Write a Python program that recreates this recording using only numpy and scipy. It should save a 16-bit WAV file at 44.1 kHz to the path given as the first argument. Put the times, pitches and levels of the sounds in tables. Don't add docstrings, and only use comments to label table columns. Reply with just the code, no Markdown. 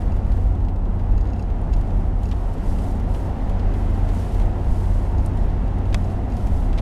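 import sys
import numpy as np
from scipy import signal
from scipy.fft import rfft, irfft
from scipy.io import wavfile
from scipy.ndimage import uniform_filter1d

SR = 44100
rng = np.random.default_rng(int(sys.argv[2]) if len(sys.argv) > 2 else 0)


def generate_wav(signal):
    frames = np.transpose(np.atleast_2d(signal))
    scaled = np.clip(frames, -1, 1) * 32767
    pcm = np.round(scaled).astype(np.int16)
    wavfile.write(sys.argv[1], SR, pcm)


def invert_db(x):
    u = np.asarray(x, float) / 20
    return 10 ** u


N = 300321


def rms_one(x):
    return x / np.sqrt(np.mean(x ** 2) + 1e-20)


def in_time(rows):
    s, *columns = np.transpose(rows)
    return [np.interp(np.arange(N) / SR, s, c) for c in columns]


def drift(rate):
    r = np.exp(-80 * np.pi * rate / SR)
    coarse = rng.standard_normal(N // 40 + 2002)
    slow = signal.lfilter([1], [1, -2 * r, r * r], coarse)[2000:]
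    return np.interp(np.arange(N) / 40, np.arange(len(slow)), rms_one(slow - slow.mean()))


def coloured(spectrum, patchy_db, white=None):
    hz = np.maximum(np.arange(N // 2 + 1) * SR / N, 1)
    points = np.array(spectrum)
    white = rng.standard_normal(N) if white is None else white
    shaped = rfft(white) * invert_db(np.interp(np.log(hz), np.log(points[:, 0]), points[:, 1]))
    out, together = 0, drift(33)
    for centre in np.arange(np.log2(points[0, 0]), np.log2(points[-1, 0]) + .5, .5):
        window = np.clip(1 - 2 * np.abs(np.log2(hz) - centre), 0, 1)
        flicker = invert_db(patchy_db * (0.26 * together + drift(4.6)))
        out = out + irfft(shaped * window, N) * flicker
    return rms_one(out)


def ring(clicks, hz, t60):
    r, w = invert_db(-60 / (t60 * SR)), 2 * np.pi * hz / SR
    return signal.lfilter([0, np.sin(w)], [1, -2 * r * np.cos(w), r * r], clicks + 1e-18)


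def strikes(times, strengths):
    clicks = np.zeros(N)
    clicks[np.round(np.array(times) * SR).astype(int)] = strengths
    return clicks


def swells(times, levels_db, rise_s, fall_s, rest_db):
    t = np.arange(0, N + 64, 64) / SR
    late = t[:, None] - times
    power = np.exp(-(late / np.where(late < 0, rise_s, fall_s)) ** 2) @ invert_db(2 * levels_db)
    return 10 * np.log10(np.interp(np.arange(N) / SR, t, power) + invert_db(2 * rest_db))


def bumps():
    # time in seconds, shock in dB, twist of the body in dB over the shock.
    shocks = [(.11, -20.5, -1), (.3, -24, 3.5), (.45, -21, -2), (.68, -19.5, -10), (.85, -19.5, -13.5),
              (1.14, -16, -6.5), (1.52, -23, -8), (1.76, -17, -10), (1.99, -17.5, -6.5), (2.2, -20.5, -20),
              (2.45, -22, -13), (2.72, -21, -2), (2.95, -24, -10), (3.11, -21.5, -11), (3.49, -22.5, -3.5),
              (3.68, -20, -14.5), (3.87, -19.5, -15), (4.06, -20, -9.5), (4.42, -17.5, -7),
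              (4.72, -19.5, -2), (4.951, -18, -15), (5.2, -21.5, -3), (5.44, -21, -1.5), (5.62, -23, -7),
              (5.8, -25.5, -13), (5.97, -21.5, -2.5), (6.25, -29, -5), (6.521, -19, 2), (6.7, -17, -13)]
    s, shock_db, twist_db = np.transpose(shocks)
    boom_db = swells(s, shock_db, rise_s=0.067, fall_s=0.085, rest_db=-33)
    cabin_db = swells(s, shock_db + twist_db, rise_s=0.044, fall_s=0.058, rest_db=-28.5)
    return boom_db, cabin_db


def shaken(modes, level_db, steadiness):
    hz, out = np.arange(N // 2 + 1) * SR / N + 0.12, 0
    for mode_hz, width_hz, mode_db in modes:
        response = 1 / (1 + 1j * (hz ** 2 - mode_hz ** 2) / (hz * width_hz))
        out = out + invert_db(mode_db) * response ** 2 * rfft(rng.standard_normal(N))
    out = irfft(out, N)
    swell = np.sqrt(uniform_filter1d(uniform_filter1d(out ** 2, size=3000), size=3000))
    return invert_db(level_db) * rms_one(out / swell ** np.clip(steadiness, 0, 1))


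def boom(boom_db, cabin_db):
    # frequency in Hz, width in Hz, level in dB.
    air_mode = [(37.9, 5.1, 0)]
    # frequency in Hz, width in Hz, level in dB.
    body_modes = [(12.9, 11, -6), (27.2, 14.5, -6.5), (54.8, 15.8, -1), (66.7, 9.4, -6)]
    return shaken(air_mode, boom_db, steadiness=1.0) + shaken(body_modes, cabin_db + 3.0, steadiness=0.41)


def rumble(cabin_db, coarse_db):
    # frequency in Hz, level in dB per Hz.
    rumble_spectrum = [(80, -28), (100, -5), (118, -6.5), (140, -9), (158, -6), (175, -7.5), (200, -6.5),
                       (235, -9), (270, -9), (290, -14.5), (315, -20), (430, -36)]
    rumble_db = -31 + 0.097 * (cabin_db - cabin_db.mean()) + 0.29 * coarse_db
    return invert_db(rumble_db) * coloured(rumble_spectrum, patchy_db=0.22)


def roar(coarse_db):
    # frequency in Hz, level in dB per Hz.
    roar_spectrum = [(180, -15.5), (300, -5.5), (349, 0.5), (412, -4), (614, -5.5), (714, -3.5), (909, -8),
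                     (1200, -17), (1360, -18), (2200, -38.5), (2860, -50), (4840, -120)]
    return invert_db(-37.5 + 0.49 * coarse_db + 1.5) * coloured(roar_spectrum, patchy_db=0.52)


def engine():
    # time in seconds, firing rate in Hz, tone level in dB.
    firing = [(0, 90, -26), (.28, 90.5, -23.5), (.65, 90.26, -22), (.82, 90.4, -32), (1.01, 90.3, -21),
              (1.38, 90.85, -26), (2.07, 90.5, -24.5), (2.6, 90.5, -30), (2.75, 89.95, -27.5),
              (3.22, 89.9, -23.5), (3.39, 90.13, -31), (3.58, 90.2, -22.5), (4.3, 91, -24),
              (4.91, 90.85, -23.5), (5.69, 91.7, -25), (6.07, 93.35, -23), (6.6, 94.4, -28.5),
              (6.81, 92.3, -24)]
    firing_hz, tone_db = in_time(firing)
    phase = 2 * np.pi * np.cumsum(firing_hz * (1 + 0.0036 * drift(5.2))) / SR
    tone = np.sqrt(2) * np.sin(phase) * invert_db(0.6 * drift(2.1))
    rough = drift(19) * np.sin(phase) + drift(6.2) * np.cos(phase)
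    return invert_db(tone_db) * (0.75 * tone + 0.3 * rough)


def tread(tread_db):
    # frequency in Hz, level in dB per Hz.
    hiss_spectrum = [(900, -38), (1500, -3), (2000, -2.5), (2300, -8), (2700, -7.5), (3600, -14.5),
                     (5000, -20.5), (7000, -26), (9000, -52)]
    return invert_db(tread_db + 1.34) * coloured(hiss_spectrum, patchy_db=-0.07)


def spray(coarse_db):
    # deepest point in seconds, width in seconds, spray level in dB.
    puddles = [(0, 0.036, -60), (.14, .05, -67), (.38, .12, -64.5), (1.0, .07, -76), (1.4, 0.023, -67),
               (1.76, 0.04, -69), (1.97, .12, -67), (2.26, .05, -63.5), (2.45, 0.19, -63),
               (2.7, 0.071, -56), (2.84, 0.094, -55.5), (3.18, 0.088, -57.5), (3.5, 0.052, -68),
               (3.8, .07, -62), (3.95, .09, -64), (4.2, 0.12, -56), (4.37, 0.086, -57.5),
               (4.72, 0.043, -63), (4.83, 0.17, -57), (5.0, 0.1, -60.5), (5.25, 0.039, -62),
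               (5.41, 0.051, -63), (5.97, 0.061, -60.5), (6.1, 0.073, -63), (6.42, 0.079, -58.5),
               (6.58, .1, -58.5), (6.81, .04, -60)]
    # frequency in Hz, level in dB per Hz.
    water_spectrum = [(1500, -34), (3000, -1.5), (4500, -1.5), (6500, -2.5), (9000, -3), (11000, -6),
                      (13500, -12), (15000, -16), (16500, -21)]
    s, width_s, spray_db = np.transpose(puddles)
    water_db = swells(s, spray_db, rise_s=0.92 * width_s, fall_s=width_s, rest_db=-67.5 + coarse_db)
    sizes = invert_db(2.2 * np.minimum(rng.exponential(1, N), 5)) * rng.choice([-1, 1], N)
    born = rng.random(N) < 1500 * invert_db(5 * drift(25)) / SR
    white = rng.standard_normal(N) + 0.67 * rms_one(sizes * born)
    return invert_db(water_db + 1.0) * coloured(water_spectrum, patchy_db=-0.3, white=white)


def stone():
    # time in seconds, peak in dB.
    impact = [
        (5.943, -13),
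    ]
    # frequency in Hz, level in dB, decay t60 in seconds.
    panel_modes = [(724, -13, 0.019), (1150, -10, 0.047), (1480, -14, 0.039), (1840, -9, 0.02),
                   (2350, -3, 0.015), (2530, -4, 0.016), (3346, -13, 0.018), (3580, -8, 0.029),
                   (4880, -9, 0.015)]
    s, peak_db = impact[0]
    s = s + .0016
    crack = strikes([s], [-invert_db(peak_db + 13.0)])
    crack = signal.sosfilt(signal.butter(1, [300, 6000], "band", fs=SR, output="sos"), crack)
    crack = signal.sosfilt(signal.butter(2, 9000, fs=SR, output="sos"), crack)
    skip_heights = invert_db(peak_db - np.array([6, 5, 9])) * [-1, 1, -1]
    skips = strikes([s + .0008, s + 0.00161, s + 0.0038], skip_heights)
    skips = signal.lfilter([.4], [1, -.6], skips)
    fade = invert_db(-60 / (0.024 * SR))
    tail = signal.lfilter([1], [1, -fade], strikes([s + 0.00061], [invert_db(peak_db - 11)]))
    tail = tail * rng.standard_normal(N)
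    tail = signal.sosfilt(signal.butter(2, [900, 6500], "band", fs=SR, output="sos"), tail)
    return crack + tail + sum(invert_db(db - 1.5) * ring(skips, hz, t60) for hz, db, t60 in panel_modes)


def rattle():
    # time in seconds, peak in dB, lowest mode in dB.
    taps = [(0.119, -42.5, 9.5), (1.1774, -39, 2), (1.2084, -40, -4), (1.2404, -54, 0), (1.2710, -43, -9),
            (1.3010, -45, -3), (1.3320, -40, 6), (1.3625, -53, 2), (1.3935, -38.5, 9), (1.4234, -39.5, -6),
            (1.7353, -33, 2), (2.2541, -38, 5), (2.2883, -40, -1), (5.181, -40, -1), (5.8524, -50, 16),
            (6.0426, -40.5, 4), (6.32, -40, 1)]
    # frequency in Hz, level in dB, decay t60 in seconds.
    part_modes = [(2680, 0, .04), (4080, -1, 0.028), (4740, 1, 0.025), (5420, -3.5, .04), (6110, -16, .03),
                  (6540, 0, 0.027), (7200, -8, .025), (7080, -6, .03), (8650, -10, .025), (9200, -10, .025)]
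    s, peak_db, lowest_db = np.transpose(taps)
    luck = rng.normal(0, 1.2, (len(s), len(part_modes)))
    luck[:, 0] = lowest_db
    out, steps = np.zeros(N), np.arange(110)
    for k, (hz, db, t60) in enumerate(part_modes):
        contact = np.hanning(len(steps)) * np.cos(2 * np.pi * hz * steps / SR + k * k) / 28
        clicks = strikes(s, invert_db(peak_db + db - 11.5 + luck[:, k]))
        out += ring(np.convolve(clicks, contact)[:N], hz, t60)
    return out


def grit():
    # time in seconds, level in dB, brightness in dB per band.
    grains = [(.3185, -54, -5), (.3671, -58, -1), (.6836, -59.5, -10), (.9946, -59, -6), (1.1204, -56, -3),
              (.056, -62, -3), (1.729, -52.5, -5), (1.7634, -54, -2), (1.8107, -56, -2), (1.9036, -60, -7),
              (2.2318, -53, -3), (2.3127, -49.5, -9.5), (2.7846, -54.5, -6), (2.9977, -55, -4),
              (3.1459, -52, -6), (3.4955, -52, -3), (3.595, -62, -15), (3.738, -54, -5), (4.0884, -51, -6),
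              (4.345, -52, -2), (4.398, -51, -5), (4.4153, -56, -7), (5.26, -53, 2), (5.3714, -57, -6),
              (5.927, -57, -15), (6.3676, -52, -1), (6.4694, -52, -1), (6.7285, -55, -12),
              (6.777, -52.5, -12), (6.7844, -51.5, -12.5)]
    faint_s = [.0174, 0.16, .249, .468, 0.551, 0.604, .6479, .7594, .8524, 1.2534, 1.285, 1.36, 1.5, 2.324,
               2.58, 4.1, 4.6434, 5.1969, 5.5, 5.785, 5.855, 6.3, 6.1, 6.625, 0.076, 5.675]
    # low edge in Hz, high edge in Hz.
    arch_bands = [(1400, 3800), (4200, 7300), (7500, 13000)]
    faint_grains = [(s, -61, -6) for s in faint_s]
    s, middle_db, bright_db = np.transpose(grains + faint_grains)
    band_db = middle_db - bright_db, middle_db - 2.5, middle_db + bright_db
    out = np.zeros(N)
    for (low, high), level_db, t60 in zip(arch_bands, band_db, (.06, .04, .035)):
        fade = invert_db(-60 / (t60 * SR))
        puff = signal.lfilter([1], [1, -fade], strikes(s, invert_db(level_db + 1.0)) + 1e-18)
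        puff = signal.lfilter([.08], [1, -.92], puff)
        sos = signal.butter(2, [low, high], "band", fs=SR, output="sos")
        out += signal.sosfilt(sos, puff * rng.standard_normal(N)) * np.sqrt(SR / 2 / (high - low))
    return out


def pings():
    # time in seconds, peak in dB.
    hard_grains = [
        (5.261, -38.5),
        (5.372, -50.5),
        (5.785, -55),
        (1.6154, -55),
    ]
    # frequency in Hz, level in dB, decay t60 in seconds.
    shield_modes = [(7700, -4, .012), (8500, -2, .015), (9150, -1, .018), (9800, -8, .012),
                    (11500, -12, .01)]
    s, peak_db = np.transpose(hard_grains)
    contact = np.hanning(60) * rng.standard_normal(60)
    clicks = np.convolve(strikes(s, invert_db(peak_db - 12)), contact)[:N]
    clicks = signal.sosfilt(signal.butter(2, 6000, "high", fs=SR, output="sos"), clicks)
    return sum(invert_db(db) * ring(clicks, hz, t60) for hz, db, t60 in shield_modes)


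def sand():
    sizes = invert_db(3.5 * np.minimum(rng.exponential(1, N), 3))
    born = rng.random(N) < 45 / SR
    fade = invert_db(-60 / (0.018 * SR))
    puff = signal.lfilter([1], [1, -fade], sizes * born + 1e-18) * rng.standard_normal(N)
    return invert_db(-70) * signal.sosfilt(signal.butter(2, [5500, 14500], "band", fs=SR, output="sos"), puff)


def whine():
    return invert_db(-80) * np.sin(2 * np.pi * 7852 * np.arange(N) / SR)


def scene():
    # time in seconds, tread hiss in dB.
    surface = [(0, -55), (.35, -56.5), (.75, -60.5), (1.1, -56.5), (1.5, -57), (1.85, -55), (2.15, -57.5),
               (2.7, -54), (3.1, -54), (3.6, -52), (4.35, -52), (4.9, -54.5), (5.4, -53), (6.05, -54),
               (6.4, -54), (6.63, -54), (6.81, -52.5)]
    tread_db, = in_time(surface)
    coarse_db = tread_db - tread_db.mean()
    boom_db, cabin_db = bumps()
    road = boom(boom_db, cabin_db) + rumble(cabin_db, coarse_db) + roar(coarse_db)
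    tyres = tread(tread_db) + spray(coarse_db)
    hits = stone() + rattle() + grit() + pings() + sand()
    return (road + engine() + tyres + hits + whine())[None, :]


def top_cut(x):
    return signal.sosfilt(signal.butter(12, 16500, fs=SR, output="sos"), x)


def record(dry):
    ends = np.clip(np.minimum(np.arange(N), np.arange(N)[::-1]) / 200, 0, 1)
    rounded = ends * .8 * np.tanh(dry / .8)
    mix = signal.sosfilt(signal.cheby2(14, 50, 16100, fs=SR, output="sos"), rounded)
    return top_cut(mix)


dry = scene()
out = record(dry)
generate_wav(out)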